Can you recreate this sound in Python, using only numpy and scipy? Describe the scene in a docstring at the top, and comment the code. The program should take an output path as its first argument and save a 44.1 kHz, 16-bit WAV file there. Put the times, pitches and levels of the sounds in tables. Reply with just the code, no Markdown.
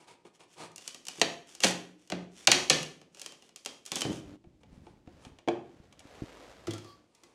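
"""In a narrow hallway, a claw hammer prises nailed timber out of a ceiling hatch.
The claw scrapes, the strained wood ticks, then it lets go in sharp cracks that shake the joists.
The freed board judders out, slides, is knocked about, and clatters and squeaks on the hatch rim.
The close walls echo all this; a sleeve rustles nearby over a faint hush of air."""
import sys
import numpy as np
from scipy import signal
from scipy.fft import rfft, irfft, next_fast_len
from scipy.io import wavfile
from scipy.ndimage import uniform_filter1d

SR = 44100
rng = np.random.default_rng(int(sys.argv[2]) if len(sys.argv) > 2 else 0)


def log_audio(samples):
    """Write samples as a 16-bit WAV file to the path given in sys.argv[1]."""
    # one column per channel
    frames = np.atleast_2d(samples).T
    # limit to full scale, then quantise
    limited = np.clip(frames, -1, 1)
    pcm = np.round(limited * 32767).astype(np.int16)
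    wavfile.write(sys.argv[1], SR, pcm)


N = 323694
TIME = np.arange(N) / SR


def from_db(db):
    """Turn decibels into a number to multiply by."""
    return 10 ** (np.asarray(db) / 20)


def rms_one(x):
    """Scale a sound so its average strength (rms) is 1."""
    return x / np.sqrt(np.mean(x ** 2) + 1e-20)


def at_hz(points, hz):
    """Read between the rows of a table, with octaves evenly spaced."""
    pitches, values = np.transpose(points)
    return np.interp(np.log(hz + 1), np.log(pitches), values)


def add(track, start_s, sound):
    """Mix a sound into a track at the given time."""
    start = round(start_s * SR)
    track[start:start + len(sound)] += sound[:N - start]


def causal(db, size):
    """A spectrum with these levels that makes no sound before the blow (minimum phase)."""
    cepstrum = irfft(np.log(from_db(db)), size)
    cepstrum[1:size // 2] *= 2
    cepstrum[size // 2 + 1:] = 0
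    return np.exp(rfft(cepstrum))


def coloured(x, colour):
    """Give a sound a colour, meaning a balance of low and high pitches, at strength 1."""
    size = next_fast_len(N)
    gains = from_db(at_hz(colour, np.fft.rfftfreq(size, 1 / SR)))
    return rms_one(irfft(rfft(x, size) * gains, size)[:N])


def ring(x, tones):
    """An object shaken by x rings at its own tones; each takes ring_s to fade by 60 dB."""
    out, x = 0, x + 1e-15 * rng.standard_normal(len(x))
    for hz, db, ring_s in tones:
        decay = from_db(-60 / (ring_s * SR))
        feedback = [1, -2 * decay * np.cos(2 * np.pi * hz / SR), decay ** 2]
        out = out + from_db(db) * (1 - decay ** 2) / 2 * signal.lfilter([1, 0, -1], feedback, x)
    return out


def strokes(rows, sharpness, level_column=0):
    """Loudness over time for rubbing strokes that each swell and fade."""
    power = np.zeros(N)
    for start_s, swell_s, fade_s, *levels_db in rows:
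        effort = np.interp(TIME, start_s + np.cumsum([0, swell_s, fade_s]), [0, 1, 0])
        power += (from_db(levels_db[level_column]) * np.sin(np.pi / 2 * effort) ** sharpness) ** 2
    return np.sqrt(power)


def patches(per_s, depth_db):
    """Loudness that wanders as the pressure of a rub comes and goes."""
    pressure = rng.standard_normal(1000)
    return rms_one(from_db(depth_db * np.interp(TIME * per_s, np.arange(len(pressure)), pressure)))


def friction(colour, per_s, spread_db, smooth):
    """Surfaces stick and slip: tiny catches of uneven size over a smooth rub."""
    sizes = from_db(spread_db * np.minimum(rng.exponential(1, N), 4)) * rng.choice([-1, 1], N)
    catches = rms_one(sizes * (rng.random(N) < per_s / SR))
    return coloured(catches + smooth * rng.standard_normal(N), colour)


# colour of the background hush: pitch_hz, level_db
HUSH_COLOUR = [(25, -22), (60, -10), (120, -8), (330, 1), (700, -10.5), (1400, -24), (2800, -22),
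               (8000, -28.5), (15000, -49.5)]


def air(level_db=-72):
    """The air in the hallway makes a faint, steady hush."""
    return from_db(level_db) * coloured(rng.standard_normal(N), HUSH_COLOUR)


# how long the echo takes to fade by 60 dB: pitch_hz, ring_s
ECHO_TIMES = [(100, 0.57), (260, 0.64), (700, 0.44), (1800, 0.45), (4800, 0.36), (12000, 0.46)]
# colour of the echo: pitch_hz, level_db
ECHO_COLOUR = [(80, 0), (300, 1), (1000, -3.5), (2500, -2), (7000, -7.5), (13000, -12.5), (16000, -17)]


def hallway(x, gap_s=0.002, build_s=0.0046, attic_db=-24, attic_ring_s=0.44, bands=18):
    """Echoes crowd between close walls and die away, with a faint tail from the attic."""
    t, hz = np.arange(SR) / SR, np.fft.rfftfreq(SR, 1 / SR)
    noise, centres = rfft(rng.standard_normal(SR)), np.geomspace(60, 16000, bands)
    onset = 1 - np.exp(-np.maximum(t - gap_s, 0) / build_s)
    attic = from_db(attic_db - 60 * t / attic_ring_s)
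    echo = np.zeros(SR)
    for centre, weights in zip(centres, np.eye(bands)):
        share = at_hz(list(zip(centres, weights)), hz)   # picks out one band of pitches
        walls = from_db(-60 * t / at_hz(ECHO_TIMES, centre))
        band = irfft(noise * share, SR) * onset * (walls + attic)
        gain = np.sqrt(np.mean(share ** 2)) * from_db(at_hz(ECHO_COLOUR, centre))
        echo += gain * band / np.linalg.norm(band)
    return signal.fftconvolve(x, echo)[:N]


# arm movements that stir the sleeve: start_s, swell_s, fade_s, rumble_db, swish_db
ARM_MOVES = [(4.1, 0.022, 0.13, -58, -57), (4.19, 0.13, 0.059, -54.5, -61.5),
             (4.43, 0.042, 0.19, -62.5, -81.5), (4.6, 0.19, 0.31, -59, -70.5), (5.03, 0.12, 0.33, -59, -67),
             (5.58, 0.16, 0.41, -65, -68), (5.96, 0.23, 0.9, -63.5, -56.5), (6.28, 0.2, 0.089, -69, -63.5),
             (6.85, 0.07, 0.2, -73.5, -72), (7.12, 0.34, 0.17, -78.5, -72)]
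# colours of the cloth's rumble and swish: pitch_hz, level_db
CLOTH_RUMBLE = [(25, 0), (55, 24), (130, 19.5), (300, 17), (700, -33)]
CLOTH_SWISH = [(120, -35), (200, -18), (245, -16), (278, 0), (311, -5), (538, 0), (1000, -9), (2910, -15),
               (7010, -23), (13100, -38), (16000, -52)]
# dull bumps of cloth and hands: start_s, peak_db, pitch_hz
SOFT_BUMPS = [(4.47, -44, 170), (4.727, -42, 210), (4.776, -41.5, 220.5), (5.075, -36.5, 300),
              (5.267, -38, 262), (5.799, -45, 170.5), (6.053, -41.5, 300), (6.22, -24.5, 310),
              (6.236, -32, 284)]


def sleeve(undertone_ratio=0.37, bump_s=0.0036, rise_s=0.003):
    """Moving cloth rumbles and swishes, and now and then bumps with a short, dull throb."""
    rumble = strokes(ARM_MOVES, sharpness=0.75) * patches(per_s=22, depth_db=2.0)
    rumble *= coloured(rng.standard_normal(N), CLOTH_RUMBLE)
    swish = friction(CLOTH_SWISH, per_s=2800, spread_db=5.0, smooth=0.91)
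    cloth = rumble + from_db(2.5) * strokes(ARM_MOVES, sharpness=1.0, level_column=1) * swish
    t = np.arange(SR // 10) / SR
    for start_s, peak_db, pitch_hz in SOFT_BUMPS:
        phase = 2 * np.pi * pitch_hz * t
        throb = np.sin(phase) - 0.89 * np.sin(undertone_ratio * phase)
        throb *= (1 - np.exp(-t / rise_s)) * np.exp(-t / bump_s)
        add(cloth, start_s, from_db(peak_db) * throb / np.abs(throb).max())
    return cloth


# the board sliding over timber and hands, and squeaking, then a faint, bright closing rustle: start_s, swell_s,
# fade_s, level_db
SLIDE_STROKES = [(0.0, 0.0017, 0.088, -53.5), (0.065, 0.021, 0.09, -49), (0.245, 0.0074, 0.056, -53.5),
                 (0.39, 0.013, 0.074, -52), (0.55, 0.069, 0.083, -40.5), (4.6, 0.013, 0.024, -67),
                 (4.7, 0.038, 0.08, -64.5), (4.8, 0.08, 0.09, -63.5), (5.18, 0.072, 0.066, -54.5),
                 (6.98, 0.27, 0.25, -64.5)]
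SQUEAK_STROKES = [(6.81, 0.078, 0.1, -56)]
# colour of the rub: pitch_hz, level_db
RUB_COLOUR = [(47, -46), (80, -25), (108, -5.5), (257, -11), (355, -2.5), (387, -8), (471, -11.5),
              (637, -6.5), (920, -3.5), (1240, -11.5), (1920, -16), (2280, -12), (4750, -17), (9290, -19.5),
              (14000, -46)]
# tones of the slide and of the squeak: pitch_hz, level_db, ring_s
SLIDE_TONES = [(468, 9.5, 0.067), (945, -6.5, 0.025), (1220, 4.5, 0.084), (2196, -7.5, 0.011),
               (4330, 1, 0.043), (9760, -8.5, 0.005)]
SQUEAK_TONES = [(1139, 2, 0.15), (2400, -25, 0.038), (3270, -15, 0.049), (4500, -17, 0.004)]


def sliding_board():
    """The board rubs along with a hollow tone, and squeaks where it is pressed on the rim; a faint, bright
    rustle closes the scene."""
    rub = from_db(-7) * strokes(SLIDE_STROKES, sharpness=1.6)
    rub *= friction(RUB_COLOUR, per_s=4000, spread_db=5.0, smooth=1.0)
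    squeak = from_db(-2) * strokes(SQUEAK_STROKES, sharpness=2.0)
    squeak *= rms_one(ring(rng.standard_normal(N), SQUEAK_TONES))
    return rub + ring(rub, SLIDE_TONES) + squeak


# loudness of the freed board as it is dragged out: time_s, level_db
GROAN_LEVELS = [(4.045, -57), (4.06, -42), (4.12, -32.5), (4.135, -44), (4.2, -54.5), (4.365, -52.5),
                (4.38, -100)]
# the tones it groans with: pitch_hz, level_db, ring_s
GROAN_TONES = [(119.5, -5, 0.17), (208.2, 9, 0.12), (297, 9, 0.15), (378, 1.5, 0.3), (640, -22, 0.26)]


def juddering_board(slips_per_s=98, jitter=0.086, count=48):
    """The board catches and slips in quick succession, and each slip rings its low tones."""
    slips = np.zeros(N)
    times = GROAN_LEVELS[0][0] + np.cumsum(1 + jitter * rng.standard_normal(count)) / slips_per_s
    slips[(times * SR).astype(int)] = 1
    groan = signal.sosfilt(signal.butter(2, 1500, fs=SR, output="sos"), ring(slips, GROAN_TONES))
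    groan = rms_one(groan) * np.sqrt(count / slips_per_s / TIME[-1])   # strength 1 while it sounds
    return from_db(np.interp(TIME, *np.transpose(GROAN_LEVELS))) * groan


# the claw and nails scraping on wood, with a loud splintering tear just before a crack at 1.6 s: start_s,
# swell_s, fade_s, level_db
CLAW_STROKES = [(0.32, 0.032, 0.049, -65.5), (0.45, 0.089, 0.044, -62.5), (0.74, 0.12, 0.099, -54.5),
                (1.02, 0.18, 0.034, -53.5), (1.45, 0.041, 0.15, -55.5), (1.605, 0.047, 0.11, -29.5),
                (1.96, 0.04, 0.22, -70), (2.25, 0.19, 0.036, -55.5), (3.08, 0.14, 0.17, -58.5),
                (3.33, 0.12, 0.1, -66), (3.85, 0.028, 0.036, -53), (3.88, 0.088, 0.12, -43.5),
                (4.07, 0.063, 0.12, -50)]
# colour of the scrape: pitch_hz, level_db
CLAW_COLOUR = [(88, -34), (150, -7.5), (383, -2), (566, -5), (1900, -6.5), (3550, 0), (3840, -8),
               (4760, -7), (5680, -1), (7320, -5), (9440, -9), (11700, -19), (16000, -37.5)]


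def claw():
    """Steel dragging on wood fibres crackles in uneven patches; once the fibres splinter loudly just before a
    crack."""
    crackle = friction(CLAW_COLOUR, per_s=1400, spread_db=3.6, smooth=0.5)
    pressure = strokes(CLAW_STROKES, sharpness=3.1) * patches(per_s=120, depth_db=1.0)
    return from_db(0.5) * pressure * crackle


# colour of the timber under any blow: pitch_hz, level_db
WOOD_COLOUR = [(40, -28.5), (90, -13.5), (150, -5.5), (330, 1), (800, 0), (1150, -3.5), (2000, -4),
               (2850, 0), (3300, -1), (4450, 1.5), (5300, 4.5), (6500, 6.5), (9000, 1.5), (11000, -3.5),
               (16000, -24)]


def blows(rows, contact, tones, note_db, note_cycles, splinter_s, note_growth=0):
    """A blow is a spike, tearing fibres and a dull shudder. Gives direct sound and sound to echo."""
    size, spike = 16384, 0.31
    shudder_s, shudder_hz, fastest_hz = 0.011, 1000, 6500
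    t, hz = np.arange(size) / SR, np.fft.rfftfreq(size, 1 / SR)
    direct, to_room = np.zeros(N), np.zeros(N)
    octaves = np.log2(np.clip(hz, 220, 9500) / 1500)   # harder contact: more treble, less bass
    bass = 1 / (1 + (hz / 350) ** 2)   # where shaken joists thud
    colour_db = at_hz(contact, hz) + at_hz(WOOD_COLOUR, hz)
    # as a bend travels through wood, the treble arrives first and the bass trails
    slowness = np.maximum(np.sqrt(1000 / (hz + 300)) - np.sqrt(1000 / fastest_hz), 0)
    fade = np.minimum(1, np.linspace(3, 0, size)) ** 2
    for start_s, level_db, brightness, pitch_hz, travel_ms, room_db, thud_db in rows:
        bursts = [rng.standard_normal(size) * np.exp(-t / life) for life in (splinter_s, shudder_s)]
        fibres, shudder = (rfft(rms_one(burst)) / np.sqrt(size) for burst in bursts)
        force = spike + fibres + 2 * shudder / (1 + 1j * hz / shudder_hz) ** 2
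        force /= np.sqrt(uniform_filter1d(np.abs(force) ** 2, size // 48))   # even out broad humps
        wood = causal(level_db + brightness * octaves + thud_db * bass + colour_db, size)
        lag = np.cumsum(travel_ms / 1000 * slowness) * SR / size
        wood *= np.exp(-2j * np.pi * lag)
        # the struck piece sings on at its own pitch; note_growth makes hard blows sing more
        cycles = note_cycles * (pitch_hz / 200) ** 0.25
        sing_db = note_db + note_growth * level_db + 10 * np.log10(cycles / np.log(1000))
        note = [(pitch_hz, sing_db, cycles / pitch_hz)]
        # the room gathers sound from all directions, so it gets a smoother spectrum
        gathered = causal(10 * np.log10(np.abs(force) + 1e-3), size) * from_db(room_db)
        for track, push in ((direct, force), (to_room, gathered)):
            sound = irfft(wood * push, size)
            add(track, start_s, (sound + ring(sound, note)) * fade)
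    return direct + ring(direct, tones), to_room


def same_spot(rows, travel_ms, room_db, thud_db=0):
    """Blows at one spot share their path through the wood, their echo level and their thud."""
    return [(*row, travel_ms, room_db, thud_db) for row in rows]


# knocks on the board: start_s, level_db, brightness_db_per_octave, pitch_hz
KNOCK_HITS = [(0.251, -25, -4, 390), (0.406, -28, 2.5, 1030), (4.441, -31.5, -3.5, 338),
              (4.633, -26, -0.5, 850), (4.867, -23, -3, 850), (5.074, -24.5, -3.5, 329),
              (5.25, -18.5, 2, 370), (5.387, -21, 1, 344), (5.476, -3, -6.5, 353), (5.485, 4, -3, 793),
              (5.926, -27, 4, 1100), (5.993, -30.5, 9, 360), (6.003, -24.5, 2.5, 370)]
# colour of a knock: pitch_hz, level_db
KNOCK_COLOUR = [(220, -1), (700, 5), (1500, -0.5), (3100, -1), (4500, -12), (9500, -21), (15000, -26)]
# the board's own tones: pitch_hz, level_db, ring_s
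BOARD_TONES = [(216, -41, .3), (347, 9, 0.17), (452, 7, 0.32), (517, -1, 0.082), (617, 8.5, 0.23),
               (726, 5, 0.055), (880, -12, 0.052), (928, 3, 0.33), (2316, 5, 0.026), (3330, 3, 0.023)]


def board_knocks():
    """The hand-held board rings briefly each time it is knocked."""
    hits = same_spot(KNOCK_HITS, travel_ms=0.85, room_db=-2.0)
    return blows(hits, KNOCK_COLOUR, BOARD_TONES, note_db=2.5, note_cycles=23, splinter_s=0.0035)


# hits on the hatch rim: start_s, level_db, brightness_db_per_octave, pitch_hz
RIM_HITS = [(6.67, -3.5, 0, 1270), (6.679, -6, -4, 324), (6.692, -12.5, -4.5, 332), (6.708, -7, 2.5, 3280),
            (6.735, -5.5, 1.5, 1330), (6.78, -13, 1.5, 1270), (6.846, -16, 0, 1130), (7.149, -29.5, 5, 481),
            (7.235, -20.5, 3, 1105)]
# colour of a hit: pitch_hz, level_db
RIM_COLOUR = [(220, 0), (750, -6.5), (3200, -9.5), (9500, -20)]
# the rim's own tones: pitch_hz, level_db, ring_s
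RIM_TONES = [(105, 34.3, 0.45), (348, 18.2, 0.14), (662, 15.2, 0.23), (1180, 14.4, 0.22),
             (1357, 14.6, 0.15), (2024, 15.4, 0.15), (2290, 3.8, 0.77), (3070, 6.1, 0.22),
             (3450, 11.6, 0.11), (4560, 5.4, 0.27)]


def rim_clatter():
    """The board clatters against the hatch rim and sets it ringing."""
    hits = same_spot(RIM_HITS, travel_ms=2.97, room_db=2.4)
    return blows(hits, RIM_COLOUR, RIM_TONES, note_db=3.5, note_cycles=31, splinter_s=0.0046)


# ticks of nails and wood, then of the board snagging as it is drawn out: start_s, level_db,
# brightness_db_per_octave, pitch_hz
STRAIN_TICKS = [(0.717, -40, 4, 2900), (0.76, -26.5, 6, 2790), (0.78, -17, 0.5, 2800),
                (0.877, -10.5, 2.5, 2980), (0.946, -14, -0.5, 3140), (1.053, -25, 2.5, 2900),
                (1.068, -14.5, 1, 3100), (1.084, -7.5, 1, 2940), (1.182, -18.5, -7.5, 190),
                (1.197, -17.5, 1.5, 180), (1.55, -19, 1.5, 2960), (1.604, -8.5, 0.5, 2830),
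                (2.075, -32.5, 1.5, 2900), (2.1005, -6.5, -2.5, 2910), (2.83, -10.5, 0.5, 2800),
                (3.015, -21, -4, 2940), (3.147, -23, -0.5, 2900), (3.171, -21, -2.5, 2890),
                (3.196, -19.5, 1.5, 2950), (3.216, -14, 2, 3190), (3.261, -9.5, 0, 3130),
                (3.322, -19.5, -1, 2810), (3.423, -23, -2.5, 2870), (3.56, -18.5, 2, 3210),
                (3.491, -25.5, -2, 2920), (3.649, -21, 2, 3120), (3.66, -3.5, -0.5, 3185),
                (3.853, -26, 2, 3170), (3.862, -21, 4.5, 3270), (3.918, 0.5, -1, 3480),
                (3.957, -9.5, 4, 3340), (3.962, -4.5, -3.5, 3050), (4.008, -6.5, 1.5, 3130),
                (4.018, 2, -1, 3060)]
# colour of a tick: pitch_hz, level_db
TICK_COLOUR = [(220, -2.5), (750, -1.5), (3200, -1.5), (9500, -6.5), (15000, -8.5)]
# tones of the joists (ceiling beams), rung by ticks and cracks: pitch_hz, level_db, ring_s
JOIST_TONES = [(71.5, 9, 1.8), (121, 2.5, 1.2), (151.3, 10, 0.44), (179, 9, 0.54), (334, 5.5, 0.34),
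               (513, -1, 0.42), (2745, -2, 0.038), (4480, -3.5, .1)]


def wood_ticks():
    """Nails and wood tick under the strain of the claw; later the board ticks as it snags on the frame while it
    is dragged out."""
    hits = same_spot(STRAIN_TICKS, travel_ms=2.8, room_db=1.15)
    return blows(hits, TICK_COLOUR, JOIST_TONES, note_db=2.5, note_cycles=49, splinter_s=0.0025,
                 note_growth=0.27)


# the timber letting go:
# start_s, level_db, brightness_db_per_octave, pitch_hz, travel_ms, room_db, thud_db
CRACKS = [(1.215, 15.5, -1.5, 675, 1.27, -2.5, -8), (1.636, 13, -1, 301.5, 4.8, 2.5, 0),
          (1.644, 11.5, 0, 183, 3.9, -8.5, 7), (2.12, 2.5, -5, 180.3, 4.5, -1, -0.5),
          (2.472, 18, 0, 716, 8.8, -1.5, 0), (2.516, 16, 1.2, 371, 10, 1.5, -1.5),
          (2.6985, 14, 1.4, 155, 9.7, 2, 6.5), (4.05, -5, -7.5, 324.6, 2.62, 2, 4.5)]
# colour of a crack: pitch_hz, level_db
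CRACK_COLOUR = [(30, -14), (80, -1), (220, -1), (700, 0), (1100, -2), (1800, 3), (3200, 1.5), (4500, 0.5),
                (5200, -8.5), (5800, -4.5), (6700, -6.5), (7700, -11), (9500, -12.5), (13000, -17),
                (16000, -29.5)]


def timber_cracks():
    """The nailed timber lets go in sharp cracks that shake the joists."""
    return blows(CRACKS, CRACK_COLOUR, JOIST_TONES, note_db=-0.5, note_cycles=41, splinter_s=0.0032)


def scene():
    """Blows and scrapes echo in the hallway; the sleeve is close and has no echo."""
    direct, to_room = np.sum([timber_cracks(), wood_ticks(), board_knocks(), rim_clatter()], axis=0)
    hush = air()
    rubbing, groan = claw() + sliding_board(), juddering_board()
    echo = hallway(to_room + from_db(-2.5) * rubbing + from_db(-17) * groan)
    return (direct + rubbing + groan + echo + sleeve() + hush)[None]


def record(dry, ceiling=0.8, cutoff_hz=16000):
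    """Round off the loudest peaks and cut the highest treble."""
    rounded = ceiling * np.tanh(dry / ceiling)
    return signal.sosfilt(signal.ellip(10, 0.1, 80, cutoff_hz, fs=SR, output="sos"), rounded)


dry = scene()
out = record(dry)
log_audio(out)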